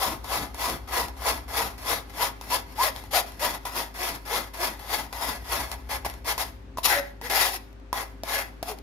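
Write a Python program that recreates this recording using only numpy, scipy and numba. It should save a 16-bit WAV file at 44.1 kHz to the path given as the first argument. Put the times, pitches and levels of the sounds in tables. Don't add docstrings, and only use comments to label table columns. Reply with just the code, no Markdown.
import sys
import numpy as np
from scipy import signal
from scipy.fft import rfft, irfft
from scipy.io import wavfile
from scipy.ndimage import uniform_filter1d
from numba import njit

SR = 44100
rng = np.random.default_rng(int(sys.argv[2]) if len(sys.argv) > 2 else 0)


def unload_wav(signal):
    wavfile.write(
        sys.argv[1],
        SR,
        np.round(np.clip(np.atleast_2d(signal).T, -1, 1) * 32767).astype(np.int16),
    )


def attenuation_scalar(level_db):
    decades = np.asarray(level_db, float) / 20
    return 10 ** decades


N = 388962
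T = np.arange(N) / SR
PORTS = np.array([[1], [-1]])

# touch-down t/s, landing level/dB, rise to fastest/s, peak rasp level/dB, 20 dB swell/s
STIRS = [(-0.06, -47.1, 0.075, -31.0, 0.141), (0.239, -50.1, 0.113, -32.8, 0.113),
         (0.543, -47.8, 0.101, -31.0, 0.095), (0.873, -60.3, 0.097, -32.2, 0.102),
         (1.165, -63.0, 0.119, -32.5, 0.103), (1.478, -61.2, 0.111, -32.3, 0.12),
         (1.778, -43.1, 0.125, -29.3, 0.083), (2.095, -49.1, 0.129, -28.4, 0.062),
         (2.413, -46.1, 0.123, -27.0, 0.047), (2.75, -60.7, 0.081, -25.2, 0.05),
         (3.108, -50.4, 0.051, -22.4, 0.046), (3.393, -52.0, 0.056, -29.2, 0.084),
         (3.652, -37.9, 0.13, -32.9, 0.08), (3.939, -55.0, 0.104, -33.0, 0.12),
         (4.251, -63.5, 0.102, -32.0, 0.107), (4.535, -43.1, 0.114, -32.8, 0.1),
         (4.791, -46.9, 0.147, -33.3, 0.109), (5.125, -42.0, 0.134, -33.6, 0.137),
         (5.44, -62.5, 0.096, -30.3, 0.086)]
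# touch-down t/s, landing level/dB, attack/s, peak rasp level/dB, time to lift/s
SCRAPES = [(2.66, -59.6, 0.07, -56.9, 0.081), (2.9, -50.6, 0.063, -49.1, 0.159),
           (3.26, -49.8, 0.066, -53.2, 0.147), (5.714, -32.6, 0.003, -41.6, 0.021),
           (5.889, -45.7, 0.024, -35.0, 0.079), (6.046, -42.8, 0.008, -31.4, 0.016),
           (6.243, -47.8, 0.046, -30.6, 0.078), (6.378, -32.6, 0.023, -32.6, 0.047),
           (6.772, -47.7, 0.003, -44.2, 0.015), (6.83, -40.2, 0.024, -17.2, 0.031),
           (6.87, -42.4, 0.042, -30.0, 0.123), (7.212, -50.0, 0.036, -43.7, 0.098),
           (7.297, -35.2, 0.1, -26.1, 0.267), (7.929, -40.2, 0.073, -39.1, 0.101),
           (8.235, -48.3, 0.104, -31.5, 0.185), (8.628, -35.1, 0.006, -44.7, 0.003),
           (8.65, -55.2, 0.036, -41.1, 0.066)]
# touch-down t/s, landing level/dB, attack/s, peak rasp
# level/dB, time to lift/s
MORE_SCRAPES = [(2.755, -52, .03, -46, .05), (3.49, -44, .03, -41, .06), (5.6, -44, .04, -43, .11),
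                (6.4, -42, .022, -36, .025), (7.365, -36, .04, -28, .055)]
# middle t/s, wire crossings f/Hz, glide/(octave/s), level/dB, octave level/dB
ZIPS = [(0.985, 470, 0, -42, -39), (1.3, 474, .3, -39, -49), (1.6, 461, -.8, -43, -42),
        (1.92, 488, 3.5, -40.5, -43), (2.22, 485, 3, -41.5, -33), (2.535, 490, 3, -58, -33),
        (2.815, 515, 5, -55, -25), (2.872, 630, -5, -36, -48), (3.164, 730, 1, -29, -37),
        (3.441, 612, -1, -34.5, -42), (3.77, 360, 6, -50, -48), (4.025, 370, 1, -45.5, -41.5),
        (4.335, 480, 5, -40, -39), (4.62, 362, 2.5, -43.5, -38), (4.93, 445, 8, -46, -43),
        (6.919, 403, -5, -48, -35), (6.982, 286, 0, -50, -31), (7.255, 488, 2.5, -45, -52),
        (7.328, 397, 0, -43, -38), (7.545, 385, -2.7, -48, -48), (8.378, 568, 2.5, -42, -52),
        (8.715, 430, -2.8, -42, -52)]
# t/s, cup level/dB re rasp, rim level/dB re rasp, skin f/Hz
HOLD = [(0, 2.5, -5, 980), (1.35, 3, -2.5, 930), (1.92, 1, -3, 940), (2.55, 0, -3.5, 947),
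        (2.84, -1, -2, 1040), (3.17, -4, -3.5, 800), (3.46, 0, -2.5, 920), (5.7, 1.5, -1.5, 880),
        (6.09, 2.5, 1, 863), (6.3, 0, -3, 928), (6.85, -7, -9, 1010), (6.93, -3, 7, 760),
        (7.39, -4, 2, 819.4), (7.56, -5.5, -7, 800), (7.98, 4, 0, 960), (8.28, 0, -2, 900),
        (8.41, -3, 5, 850), (8.7, 1, -9, 737)]
# f/Hz, level/dB per Hz
RASP = [(1470, -19), (2500, 0), (5450, -0.5), (7290, -4.5), (7950, -14.5), (9090, -4.5), (12000, -1),
        (15300, -8), (16000, -31.5), (16400, -42)]
# f/Hz, width/Hz, level/dB
CUP_MODES = [(685, 53, -8), (790, 75, 2.5), (899, 69, 3.5), (1126, 254, 4), (1217, 47, -6.5)]
# f/Hz, width/Hz, level/dB
RIM_MODES = [(1485, 180, -3), (1763, 76, 0.5), (1969, 74, 2), (2260, 570, -13)]
# t/s, peak level/dB, drum f/Hz, crack level/dB re peak
TAPS = [(0.244, -24.5, 929, -12), (0.545, -25, 939, -11), (0.699, -18, 693, -5), (1.084, -25.5, 790, -9),
        (2.412, -24.5, 912, -7.5), (2.962, -26.5, 900.2, -4), (3.039, -28.5, 890.6, -10),
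        (3.32, -37, 1090, -4), (3.653, -23, 972, -6), (5.128, -23.5, 1000, -8.5), (5.716, -26.5, 1011, 0.5),
        (6.049, -17.5, 980, -14), (6.063, -12, 797, -17), (6.099, -30, 727, 0), (6.139, -34, 1010, -5),
        (6.379, -16, 942, -9), (6.419, -29, 907, -10.5), (6.773, -17, 1031, -17), (6.784, -15, 644, -28),
        (6.785, -13, 980, -21), (6.858, -13, 1200, -6), (6.874, -14.5, 938.6, -12), (7.214, -24, 920, -12),
        (7.299, -19, 800.5, -6.5), (7.729, -44, 651, -7), (7.799, -43, 738, -14), (7.929, -8, 993, -15),
        (8.235, -16, 664, -13), (8.628, -14.5, 685, -12), (8.787, -37, 688, -1)]
# t/s, peak level/dB, f/Hz, t60/s
BOWL_RINGS = [
    (6.9, -25, 1555, 0.25),
    (6.99, -34, 564, 0.27),
]
# t/s, level/dB
FLEXES = [(.11, -38), (.41, -38.5), (.72, -38), (1.03, -42.5), (1.33, -43.5), (1.64, -42.5), (1.95, -46),
          (3.5, -44), (3.8, -46), (4.13, -44.5), (4.4, -44), (4.7, -47), (5.001, -46.5), (5.3, -44),
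          (5.6, -42), (6.97, -60)]
# f/Hz, width/Hz, level/dB
FRAME_MODES = [(211, 140, -5.5), (279, 106, 5.5)]
# f/Hz, level/dB rms
HUM = [(53, -45.5), (97, -65), (105.5, -63), (264, -59), (397, -61), (528, -66)]
# t/s, firing f/Hz, level/dB
ENGINE = [
    [(0, 61.85, -46), (.75, 63.1, -45), (1.3, 63.7, -41), (1.7, 64.5, -47), (2.2, 66.62, -62),
     (3.0, 68.87, -53), (3.7, 70, -60)],
    [(4.4, 58.8, -67), (5.1, 61.2, -50), (5.5, 61.5, -42.5), (6.0, 63.4, -43), (6.4, 65.43, -48),
     (6.9, 68.9, -54), (7.4, 71, -63)],
]
# multiple of firing f, level/dB rms
ENGINE_ORDERS = [
    [(1.4, -58.5), (1.82, -63)],
    [(1.28, -65), (1.47, -58), (2, -62.5)],
]
# f/Hz, level/dB per Hz
AIR = [(30, -13), (45, -4), (90, 4.5), (125, -4.5), (190, -1.5), (300, 1), (400, -11.5), (470, -10),
       (1900, -19), (6000, -33), (16000, -52)]


def scrape():
    rasp_db = contact()
    press_db = uniform_filter1d(rasp_db, SR // 50)
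    load_db = np.clip(press_db, -70, None) + 35
    hold_s, *columns = np.transpose(HOLD)
    cup_db, rim_db, skin_hz = (np.interp(T, hold_s, column) for column in columns)
    cup_db = cup_db - 0.05 * load_db
    rim_db = rim_db - 0.1 * load_db
    skin_hz = skin_hz + 1.5 * load_db

    zips, edges, cycle = weave(jitter=0.015, over_under=0.18)
    grip = attenuation_scalar(rasp_db + 1.78 * walk(60)) * (1 + 0.77 * cycle)
    share = attenuation_scalar([4.5 * walk(12) for _ in range(3)])
    share = share / np.sqrt(np.sum(share ** 2, axis=0))
    rasp_response = colour(RASP)[None]
    sound, wires = 0, 0
    for part in share:
        rasp_path = unit(signal.fftconvolve(tail(0.015)[:, :1024], rasp_response)[:, :1024])
        cup_path = body(CUP_MODES, 0.6, 0.075)
        rim_path = body(RIM_MODES, 1.74, 0.031)
        patch = level(ticks(6000.0, 3.05), 0) * part * grip
        sound = sound + through(patch[None], np.concatenate([rasp_path, cup_path, rim_path]))
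        wires = wires + patch

    skin = attenuation_scalar(15.0) * resonate(wires, np.clip(skin_hz, 400, 1500), 136.0)
    hoop = attenuation_scalar(14.5) * resonate(wires, 1950 * (1 + 0.03 * walk(9)), 220.0)
    rasp = sound[:2]
    cup = (sound[2:4] + skin) * attenuation_scalar(cup_db)
    rim = (sound[4:] + hoop) * attenuation_scalar(rim_db)
    rim = rim + attenuation_scalar(-26) * through(edges[None], body(RIM_MODES, 1.62, 0.01))

    hiss = attenuation_scalar(-3) * through(rng.standard_normal((2, N)) * grip, unit(rasp_response))
    lean_db = np.clip(3.5 + 0.06 * (press_db + 22.5), 0, None)
    rasp = (mirrored(rasp) + hiss) * attenuation_scalar(-0.5 + PORTS * lean_db)
    mesh = rasp + rim * attenuation_scalar(1.7 * PORTS - 0.5) + cup * attenuation_scalar(1.63 * PORTS - 0.6)
    open_mesh = signal.butter(4, 360, "high", fs=SR, output="sos")
    return signal.sosfilt(open_mesh, mesh) + zips * attenuation_scalar(1.1 * PORTS + 5.5)


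def contact():
    landing_db_per_s, ebb_stretch, swell_power, drag_db = 180, 1.43, 1.22, -62
    ease_s, ease_db = 0.105, -14
    sag_db_per_s, lift_db_per_s = 90, 800
    smear_db, smear_db_per_s = -9, 165
    stir_end_s = SCRAPES[4][0]
    power = attenuation_scalar(2 * drag_db) * (T < stir_end_s) + attenuation_scalar(-180)

    ends_s = [row[0] for row in STIRS[1:]] + [stir_end_s]
    for (start_s, land_db, rise_s, peak_db, swell_s), end_s in zip(STIRS, ends_s):
        down = slice(max(int(start_s * SR), 0), int(end_s * SR))
        late_s = T[down] - start_s - rise_s
        span_s = np.where(late_s > 0, ebb_stretch * swell_s, swell_s)
        sweep_db = peak_db - 20 * np.abs(late_s / span_s) ** swell_power
        sweep_db = sweep_db + ease_db * np.clip(1 - (end_s - T[down]) / ease_s, 0, 1)
        landing_db = land_db - landing_db_per_s * (T[down] - start_s)
        power[down] += attenuation_scalar(2 * sweep_db) + attenuation_scalar(2 * landing_db)

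    for start_s, land_db, attack_s, peak_db, lift_s in SCRAPES + MORE_SCRAPES:
        down = slice(int(start_s * SR), int(start_s * SR) + SR // 2)
        t = T[down] - start_s
        sag_s = np.clip(t - attack_s, 0, max(lift_s - attack_s, 0))
        held_db = np.interp(t, [0, attack_s], [land_db, peak_db]) - sag_db_per_s * sag_s
        off_s = np.clip(t - lift_s, 0, None)
        power[down] += attenuation_scalar(2 * (held_db - lift_db_per_s * off_s))
        power[down] += attenuation_scalar(2 * (held_db + smear_db - smear_db_per_s * off_s))
    return uniform_filter1d(10 * np.log10(power), SR // 200)


def weave(jitter, over_under):
    zip_s, edge_db = 0.068, -11
    hz, first, second = np.full(N, 400.0), np.zeros(N), np.zeros(N)
    for middle_s, rate_hz, glide, db, octave_db in ZIPS:
        inside = slice(int((middle_s - zip_s / 2) * SR), int((middle_s + zip_s / 2) * SR))
        t = T[inside] - middle_s
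        arc = (2 * t / zip_s) ** 2
        slowing = 0.5 * (rate_hz / 720) ** 3 * arc
        hz[inside] = rate_hz * 2 ** (glide * t - slowing)
        first[inside] = attenuation_scalar(db + edge_db * arc)
        second[inside] = attenuation_scalar(octave_db + edge_db * arc)
    first, second = uniform_filter1d([first, second], SR // 150)
    turn = 2 * np.pi * np.cumsum(hz * (1 + jitter * walk(250))) / SR
    stand = 1 + over_under * np.cos(turn / 2)
    tone = first * np.sin(turn) + second * np.sin(2 * turn)
    edges = np.sqrt(np.abs(first * second)) * sum(np.cos(k * turn) for k in range(3, 8))
    cycle = (first > attenuation_scalar(-90)) * np.cos(turn)
    return stand * tone, stand * edges, cycle


def ticks(rate_hz, scatter_db):
    moment, force = rng.random((2, N))
    sign = np.sign(moment - rate_hz / SR / 2)
    return sign * (moment < rate_hz / SR) * attenuation_scalar(-scatter_db * np.log(force + 0.022))


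def mirrored(x):
    lags_s = [np.clip(0.0007 + 0.0002 * walk(7), 0, None) for _ in x]
    echo = np.array([np.interp(T - lag_s, T, port) for lag_s, port in zip(lags_s, x)])
    return x + attenuation_scalar(-7) * echo


def taps():
    out = np.zeros((2, N + 8192))
    chance = rng.standard_normal((len(TAPS), 2, 1024))
    crack_response = unit(colour(RASP))[None]
    for (s, db, hz, crack_db), noise in zip(TAPS, chance):
        start = int(s * SR)
        crack = through(noise * np.exp(-T[:1024] / 0.0015), crack_response)[:, :1024]
        drum = attenuation_scalar(-5.5) * ring(hz, 100, size=1024)
        blow = drum + attenuation_scalar(crack_db + 1) * crack * attenuation_scalar(2.5 * PORTS)
        out[:, start:start + 1024] += attenuation_scalar(db) * blow
    for s, db, hz, t60_s in BOWL_RINGS:
        start = int(s * SR)
        swell = 1 - np.exp(-T[:8192] / 0.0049)
        out[:, start:start + 8192] += attenuation_scalar(db) * swell * ring(hz, np.log(1000) / np.pi / t60_s)
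    return out[:, :N]


def frame():
    load = sum(attenuation_scalar(db) * np.exp(-((T - s) / 0.049) ** 2) for s, db in FLEXES)
    return through(rng.standard_normal((1, N)) * load, body(FRAME_MODES, 0.16, 0.012))


def walls(x):
    low, high = (signal.butter(1, 2500, kind, fs=SR, output="sos") for kind in ("low", "high"))
    response = attenuation_scalar(-8) * signal.sosfilt(low, tail(0.42)) + attenuation_scalar(-16.5) * signal.sosfilt(high, tail(0.093))
    return through(x.mean(axis=0)[None], response)


def compressor():
    clock = 2 * np.pi * np.cumsum(1 + 0.001595 * walk(3)) / SR
    lines = sum(attenuation_scalar(db) * np.sin(hz * clock) for hz, db in HUM)
    return np.sqrt(2) * attenuation_scalar(0.35 * walk(7.3)) * lines * attenuation_scalar(1.3 * PORTS)


def engine():
    out = np.zeros(N)
    for (s, hz, db), orders in zip(map(np.transpose, ENGINE), ENGINE_ORDERS):
        turn = 2 * np.pi * np.cumsum(np.interp(T, s, hz)) / SR
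        fade = np.clip(np.minimum(T - s[0] + 0.31, s[-1] + 0.26 - T) / 0.48, 0, 1)
        firing = attenuation_scalar(np.interp(T, s, db)) * np.sin(turn)
        upper = attenuation_scalar(2.8 * walk(3)) * sum(attenuation_scalar(order_db) * np.sin(k * turn) for k, order_db in orders)
        out = out + fade * (firing + upper)
    return np.sqrt(2) * out * attenuation_scalar(1.3 * PORTS)


def air():
    mid, side = rng.standard_normal((2, N))
    side = signal.sosfilt(signal.butter(1, 400, "high", fs=SR, output="sos"), side)
    wash = through(np.array([mid + side, 0.82 * (mid - side)]), colour(AIR, size=4096)[None])
    return level(wash, -50.5) * attenuation_scalar(1.44 * walk(0.73))


def level(x, db):
    return x * attenuation_scalar(db) / np.sqrt(np.mean(x ** 2))


def unit(response):
    return response / np.sqrt(np.mean(np.sum(response ** 2, axis=-1)))


def through(x, response):
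    return signal.oaconvolve(x, response, axes=-1)[..., :N]


def colour(points, size=2048):
    hz, db = np.transpose(points)
    bins_hz = np.arange(size // 2 + 1) * SR / size
    log_gain = np.interp(np.log(bins_hz + 1), np.log(hz), db) * np.log(10) / 20
    cepstrum = irfft(log_gain)
    cepstrum[1:size // 2] *= 2
    cepstrum[size // 2 + 1:] = 0
    return irfft(np.exp(rfft(cepstrum)))[:size // 2]


def ring(hz, width_hz, size=8192):
    return np.exp(-np.pi * width_hz * T[:size]) * np.sin(2 * np.pi * hz * T[:size])


def body(modes, spread_rad, detune):
    phases = spread_rad * rng.standard_normal((len(modes), 2, 1))
    shifts = 1 + detune * rng.standard_normal(len(modes))
    t, out = T[:1024], 0
    for (hz, width_hz, db), phase, shift in zip(modes, phases, shifts):
        decay = attenuation_scalar(db) * np.sqrt(width_hz) * np.exp(-np.pi * width_hz * t)
        out = out + decay * np.sin(2 * np.pi * hz * shift * t + phase)
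    return unit(out)


def tail(t60_s):
    decay = rng.standard_normal((2, SR // 2)) * np.exp(-np.log(1000) * T[:SR // 2] / t60_s)
    return decay / np.sqrt(np.sum(decay ** 2, axis=1, keepdims=True))


def walk(rate_hz):
    k = int(SR / rate_hz)
    held = np.repeat(rng.standard_normal(4096)[:N // k + 1], k)[:N]
    return 1.33 * uniform_filter1d(uniform_filter1d(held, k), k)


@njit
def resonate(x, hz, width_hz):
    y, band, low = np.empty(len(x)), 0., 0.
    for i in range(len(x)):
        g, k = np.tan(np.pi * hz[i] / SR), width_hz / hz[i]
        v = (band + g * (x[i] - low)) / (1 + g * (g + k))
        band, low, y[i] = 2 * v - band, low + 2 * g * v, k * v
    return y


def scene():
    near = scrape() + taps() + frame()
    return near + walls(near) + compressor() + engine() + air()


def band_limit(x):
    return signal.sosfilt(signal.butter(12, 16580, fs=SR, output="sos"), x)


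def record(dry):
    return band_limit(dry)


dry = scene()
out = record(dry)
unload_wav(out)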